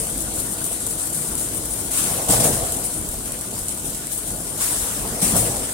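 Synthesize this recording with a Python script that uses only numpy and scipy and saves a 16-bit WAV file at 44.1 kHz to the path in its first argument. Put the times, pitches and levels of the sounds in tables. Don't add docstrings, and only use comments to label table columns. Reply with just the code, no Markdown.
import sys
import numpy as np
from scipy import signal
from scipy.fft import rfft, irfft, next_fast_len
from scipy.io import wavfile
from scipy.ndimage import uniform_filter1d, map_coordinates

SR = 44100
rng = np.random.default_rng(int(sys.argv[2]) if len(sys.argv) > 2 else 0)


def how_loud(loudness_db):
    steps = np.asarray(loudness_db, float) / 20
    return 10 ** steps


def digitize_waveform(pressure):
    field = np.atleast_2d(pressure).T
    bounded = np.clip(field, -1, 1)
    quanta = np.round(bounded * 32767).astype(np.int16)
    wavfile.write(sys.argv[1], SR, quanta)


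N = 252693

# time_s, closeness_db, jet_left_over_right_db
PHONE_PLACE = [(0, 1, 11), (.8, -0.5, 10.5), (1.4, 0, 10), (1.85, 0.5, 12), (2.3, 0, 10), (2.8, 1, 10),
               (3.15, -2, 9), (3.6, -1, 9.5), (3.9, -1.5, 8.5), (4.2, -1, 10), (4.5, -1, 11.5),
               (5.0, -2.5, 10.5), (5.4, 0.5, 10), (5.73, 0.5, 9)]
# pitch_hz, likeness (0 to 1)
LEFT_RIGHT_LIKENESS = [(40, .99), (65, .87), (150, .87), (300, .95), (450, .88), (700, .55), (1400, 0)]
# pitch_hz, width_hz, level_db
MIC_PORTS = [(9100, 1150, -2.9), (7820, 830, -2.6)]

# time_s, level_db
MOTOR_EFFORT = [(0.0, -41), (0.08, -36), (0.43, -44.5), (0.57, -43.5), (2.25, -40.5), (2.3, -25),
                (2.44, -38), (2.59, -39), (2.95, -44), (2.98, -36), (3.77, -48), (3.86, -37), (4.05, -50),
                (5.17, -38), (5.38, -34), (5.51, -42), (5.62, -39), (5.73, -55)]
# pitch_hz, level_db (per Hz)
FLOOR_TONE = [(10, -32), (20, -5), (40, -1), (48, 1.5), (52, 4.5), (57, -2), (85, -2), (130, -39),
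              (300, -120)]
# pitch_hz, level_db (per Hz)
FRAME_TONE = [(40, -48), (75, -4.5), (110, 1), (200, -1), (300, -2), (600, -11.5), (900, -16.5),
              (1300, -57), (2000, -120)]
# pitch_hz, width_hz, level_db
MOTOR_HUMS = [(121, 5.2, -58), (316.7, 5.3, -46.5), (1450, 52, -51.5)]
# start_s, level_db, rise_s, hold_s
JAW_PRESSES = [
    (2.05, -42.5, .05, 0.14),
    (2.285, -32.5, .15, 0.067),
    (4.95, -39.5, 0.028, 0.14),
    (5.201, -34, 0.026, .17),
    (5.446, -41, 0.018, 0.089),
]
# start_s, level_db, rise_s, hold_s
CARRIAGE_STROKES = [
    (2.039, -30, 0.045, .15),
    (2.264, -26, 0.037, 0.2),
    (2.533, -34, .02, 0.16),
    (4.54, -38, 0.054, 0.27),
    (4.977, -31.5, 0.054, .2),
    (5.322, -29, 0.018, 0.2),
]
# start_s, level_db
CARRIAGE_JOLTS = [(.23, -32), (.71, -32.5), (1.33, -41), (1.51, -41), (2.11, -23.5), (2.179, -24.5),
                  (2.33, -20), (2.4, -18), (2.62, -23), (2.77, -26), (3.13, -32), (3.28, -37), (3.64, -46),
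                  (3.87, -43), (4.38, -46), (4.44, -45), (5.21, -36), (5.345, -18.5), (5.56, -27)]
# pitch_hz, width_hz, level_db
COVER_TONES = [(405, 85, -8.5), (479.5, 33, 2), (555, 87, -3), (668, 66, 1.5), (770, 64, -3), (853, 60, -5),
               (1094, 170, -12.5)]

# pitch_hz, level_db (per Hz)
JET_TONE = [(900, -120), (3000, -7), (5000, -9), (8000, -3.5), (11000, 1.5), (14000, 5), (17000, -7)]
# pitch_hz, level_db (per Hz)
SIZZLE_TONE = [(9000, -120), (11500, -0.5), (13500, -4.5), (16000, 7.5)]
# pitch_hz, level_db (per Hz)
WASH_TONE = [(300, -120), (900, 4.5), (1500, 3), (2200, -0.5), (3500, -1), (6000, -3.5), (12000, -19.5)]
# start_s, level_db, rise_s, t60_s (time to fall 60 dB), wash_over_blast_db
AIR_BLASTS = [(1.905, -24.5, 0.038, 1.9, -10.5), (1.95, -24.5, 0.034, 1.6, -11),
              (2.28, -16, 0.025, 0.64, -12), (2.395, -19.5, 0.0084, 0.23, -8.5),
              (2.43, -16.5, 0.014, 0.48, -13), (2.52, -26.5, 0.011, 0.83, -10),
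              (4.575, -28, 0.032, 5.2, -9), (4.595, -22.5, 0.025, 1.3, -13.5),
              (5.208, -19, 0.018, 1.24, -12), (5.345, -18, .03, 0.44, -16), (5.44, -31, .02, .8, -15)]
# top_s, level_db, brightness_db, t60_s
FILM_FLAPS = [(0.0, -26, 2, 0.28), (.11, -34, -2, 0.46), (.22, -26, 4, 0.15), (.36, -30, 10, .3),
              (.4, -27, -3, 0.26), (.51, -32, -2, 0.46), (.66, -27, 4, .3), (.72, -28.5, -5, 0.87),
              (.91, -26.5, 5, 0.26), (.99, -26.5, -6, 0.93), (1.15, -24.5, -1, 0.57), (1.28, -31, 6, 0.33),
              (1.39, -25, 3, 0.68), (1.71, -28.5, -3, .6), (2.66, -29, -3.5, 0.36), (2.73, -28, -2, 0.16),
              (2.81, -29, 2, 0.11), (2.86, -25.5, -1, 0.16), (2.94, -28, -3, 0.31), (3.09, -38, 20, 0.32),
              (3.26, -35, 0, 1), (3.59, -30, 3, 0.33), (3.71, -30, -3, .2), (3.8, -29, -1, 0.14),
              (3.87, -28.5, -2, 0.44), (3.93, -36, 10, .3), (4.13, -27, 8, .5), (4.21, -39, -3, .2),
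              (4.28, -26, -2, 0.35), (4.8, -28, 3, 0.7)]
# start_s, peak_db, left_over_right_db
FILM_SNAPS = [(0.069, -13, 11), (0.0957, -16, 6.0), (0.179, -14, 9), (0.339, -15, 5), (0.401, -12, 4),
              (0.6419, -7, 1), (0.8654, -6, 4), (1.352, -9.5, 9), (1.3778, -10.5, 9), (1.43, -13, -1),
              (4.212, -17, 8), (1.9167, -15, 16), (3.7943, -18, 8), (2.311, -4, 4.5), (2.4, -13, 3),
              (2.7218, -7, -5), (3.854, -17, 14), (2.9233, -25, 5.0), (3.088, -10.5, 2), (3.32, -10, 7),
              (3.4106, -10, 1), (3.591, -12, 0), (3.683, -4.5, 2), (3.902, -14, 12), (4.0695, -13.5, 10),
              (4.127, -16, 7), (4.1774, -9, 7), (3.691, -8, -4), (5.3647, -6, 12), (5.566, -10, 6)]

# start_s, level_db, t60_s
VALVE_PUFFS = [
    (1.908, -29, .3),
    (2.284, -23, .2),
    (2.397, -37, .1),
    (4.575, -32, 0.34),
    (5.214, -33, .2),
    (5.358, -33, .15),
]
# start_s, peak_db, pitch_hz, t60_s
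JAW_THUDS = [(2.112, -19, 125, 0.044), (2.293, -2.5, 148, 0.023), (2.295, -18, 303, 0.11),
             (2.304, -13.5, 189, 0.07), (2.318, -24, 121, 0.84), (2.505, -24, 126.5, 0.26),
             (2.536, -8.5, 169, 0.02), (2.47, -32, 74, 0.61), (2.631, -15, 76, 0.034),
             (5.226, -11.5, 187, 0.077), (5.33, -27, 69, 0.33), (3.6, -36, 91.5, 1), (1.15, -32, 146, 0.56),
             (5.33, -17.5, 181, 0.2), (5.34, -25, 224, 0.18), (5.36, -12, 119, 0.039),
             (5.385, -20, 169, 0.026), (5.392, -27, 119, 0.65)]

MACHINE_PAN = how_loud([[-0.7], [0.7]])
STEP_S = 0.001


def unit(x):
    return x / np.sqrt(np.mean(x ** 2) + 1e-20)


def along(points, hz):
    f, v = np.transpose(points)
    return np.interp(np.log(hz + 1), np.log(f + 1), v)


def tone(points):
    return lambda hz: how_loud(along(points, hz))


def curves(rows):
    s, *cols = np.transpose(rows)
    return [np.interp(np.arange(N) / SR, s, c) for c in cols]


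def wobble(rate):
    return map_coordinates(rng.standard_normal(int(N * rate / SR) + 4), [np.arange(N) * rate / SR])


def filtered(x, response):
    m = next_fast_len(N + SR // 2)
    return irfft(rfft(x, m) * response(np.fft.rfftfreq(m, 1 / SR)), m)[..., :N]


def peak(f, hz, width):
    return 1j * f * width / (hz * hz - f * f + 1j * f * width)


def rush(gain, patchy_db):
    z = signal.stft(rng.standard_normal((2, N)), nperseg=512)[2]
    field = uniform_filter1d(rng.standard_normal(z.shape[1:]), size=8, axis=0)
    field = uniform_filter1d(field, size=8, axis=1)
    pair = signal.istft(z * how_loud(patchy_db * unit(field)), nperseg=512)[1][:, :N]

    def mid_and_side(hz):
        turn = np.arccos(np.clip(along(LEFT_RIGHT_LIKENESS, hz), -1, 1)) / 2
        return gain(hz) * [np.cos(turn), np.sin(turn)]

    mid, side = filtered(pair, mid_and_side)
    return unit(np.array([mid + side, mid - side]))


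def crinkle(rate, spread_db, t60):
    sizes = how_loud(spread_db * np.minimum(rng.exponential(size=N), 2.5))
    starts = (rng.random(N) < rate / SR) * sizes
    return unit(signal.lfilter([1], [1, -how_loud(-60 / (t60 * SR))], starts))


def swell(s, db, rise, hold, t60):
    u = np.arange(0, N / SR + 1, STEP_S) - s
    fall_db = 60 * np.maximum(u - rise - hold, 0) / t60
    return (np.clip(u / rise, 0, 1) * how_loud(db - fall_db)) ** 2


def summed(powers):
    total = sum(powers)
    return np.interp(np.arange(N) / SR, np.arange(len(total)) * STEP_S, total)


def extra_effort():
    load_db = curves(MOTOR_EFFORT)[0]
    return load_db - load_db.mean()


def floor_shake():
    load_db, near_db = curves(MOTOR_EFFORT)[0], curves(PHONE_PLACE)[0]
    motor_hz = 52.3 * (1 + 0.0318 * wobble(3.3))
    turn_db = -40 + 2.2 * wobble(4.5) + 0.34 * extra_effort() + 0.98 * near_db
    turn = how_loud(turn_db) * np.sin(2 * np.pi * np.cumsum(motor_hz) / SR)
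    return turn + how_loud(load_db + 1.8) * rush(tone(FLOOR_TONE), patchy_db=-3.0)


def motor_hum():
    near_db = curves(PHONE_PLACE)[0]
    hum = 0
    for hz, width, db in MOTOR_HUMS:
        narrow = rush(lambda f: abs(peak(f, hz, width)) ** 2, patchy_db=-3.5)
        hum = hum + how_loud(db + 1.8 * near_db) * narrow
    return hum


def frame_rumble():
    idle_db = -39 + 0.26 * extra_effort() + 0.54 * curves(PHONE_PLACE)[0]
    presses = summed(swell(*row, t60=0.54) for row in JAW_PRESSES)
    rumble = np.sqrt(how_loud(idle_db) ** 2 + presses)
    return rumble * how_loud(6.5 + 1.6 * wobble(14)) * rush(tone(FRAME_TONE), patchy_db=-0.04)


def carriage_roar():
    strokes = summed(swell(*row, t60=1) for row in CARRIAGE_STROKES)
    jolts = summed(swell(s, db, rise=0.0049, hold=0, t60=0.15) for s, db in CARRIAGE_JOLTS)
    rough = unit(2.5 + crinkle(rate=70, spread_db=3.0, t60=0.08))
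    idle = how_loud(-40 + 1.7 * curves(PHONE_PLACE)[0])
    roar = np.sqrt(idle ** 2 + (strokes + jolts) * rough ** 2)

    def covers(f):
        return abs(sum((-1) ** k * how_loud(db) * peak(f, hz, w) for k, (hz, w, db) in enumerate(COVER_TONES)))

    return roar * how_loud(-0.5 + 0.78 * wobble(30.27)) * rush(covers, patchy_db=1.7)


def drive():
    return (floor_shake() + frame_rumble() + carriage_roar() + motor_hum()) * MACHINE_PAN


def film_texture():
    creases = crinkle(rate=220, spread_db=11, t60=0.035)
    ticks = crinkle(rate=87, spread_db=11, t60=0.005)
    return unit(how_loud(0.56 * wobble(32)) * (2 + 0.34 * creases + 0.22 * ticks))


def air():
    near_db, pan_db = curves(PHONE_PLACE)
    near = how_loud(near_db)
    texture = film_texture()

    leak = (near * how_loud(-30 + 0.2 * wobble(15))) ** 2
    blasts = summed(swell(s, db, rise, 0, t60) for s, db, rise, t60, _ in AIR_BLASTS)
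    blasts = blasts * texture ** (2 * 0.14)
    flap_rise_s = 0.033
    flaps = [(swell(s - flap_rise_s, db, flap_rise_s, 0, t60), how_loud(bright_db) ** 2)
             for s, db, bright_db, t60 in FILM_FLAPS]

    flow = np.sqrt(texture ** 2 * (leak + summed(p for p, b in flaps)) + blasts)
    jet = flow * how_loud(-3) * rush(tone(JET_TONE), patchy_db=1.3)

    fine_leak = leak * how_loud(4.5 * wobble(4.7))
    fine_flaps = summed(p * b for p, b in flaps)
    fizz = np.sqrt(texture ** 2 * (fine_leak + fine_flaps) + blasts * how_loud(5) ** 2)
    sizzle = fizz * how_loud(-2.5 + np.array([[0.7], [-0.7]])) * rush(tone(SIZZLE_TONE), patchy_db=-0.5)

    lingering = summed(swell(s, db + wash_db, rise, 0, t60 * 1.24)
                       for s, db, rise, t60, wash_db in AIR_BLASTS)
    wash = np.sqrt((near * how_loud(-42)) ** 2 + lingering)
    wash = wash * how_loud(3.5) * rush(tone(WASH_TONE), patchy_db=2.03)

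    side = how_loud(np.array([[1], [-1]]) * (pan_db / 2 - 2.5 + 0.18 * wobble(12)))
    return side * (jet + sizzle) + texture ** 0.51 * wash * how_loud([[-0.4], [0.4]])


def film():
    out, t = np.zeros((2, N + SR)), np.arange(SR // 16) / SR
    snap = how_loud(-60 * t / 0.01)
    rustle = 0.22 * how_loud(-60 * t / 0.057)
    shape = (snap + rustle) * (1 - np.exp(-t / 0.0006))
    for s, db, pan_db in FILM_SNAPS:
        burst = shape * np.sign(rng.standard_normal((2, len(t))))
        side_db = np.array([[pan_db / 2 + 1.0], [0.5 - pan_db / 2]])
        out[:, round(s * SR):][:, :len(t)] += burst * how_loud(db - 9 + side_db)
    return filtered(out[:, :N], tone(JET_TONE))


def valves():
    t = np.arange(N) / SR
    flow = np.zeros(N)
    for s, db, t60 in VALVE_PUFFS:
        since = np.maximum(t - s, 0)
        flow += how_loud(db - 60 * since / t60) * (1 - np.exp(-since / 0.0014))
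    jet_and_echo = lambda hz: tone(JET_TONE)(hz) + 0.5 * tone(WASH_TONE)(hz)
    return flow * rush(jet_and_echo, patchy_db=-1.5) * how_loud([[0.8], [-0.8]])


def jaws():
    out, t = np.zeros(N + SR), np.arange(SR // 2) / SR
    soft_start = 1 - np.exp(-t / 0.0032)
    for s, db, hz, t60 in JAW_THUDS:
        swing = np.sin(2 * np.pi * hz * t) * soft_start
        out[round(s * SR):][:len(t)] += how_loud(db + 3.5 - 60 * t / t60) * swing
    return out[:N] * MACHINE_PAN


def scene():
    return drive() + air() + film() + valves() + jaws()


def top_cut(x):
    return signal.sosfilt(signal.butter(12, 16440, fs=SR, output="sos"), x)


def record(dry):
    def ports(f):
        return np.array([how_loud(db) * hz * hz / (hz * hz - f * f + 1j * f * w) for hz, w, db in MIC_PORTS])

    heard = filtered(dry, ports)
    rounded = heard / (1 + abs(heard / 0.86) ** 6) ** (1 / 6)
    mix = filtered(rounded, lambda f: f < 15850)
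    return top_cut(mix)


dry = scene()
out = record(dry)
digitize_waveform(out)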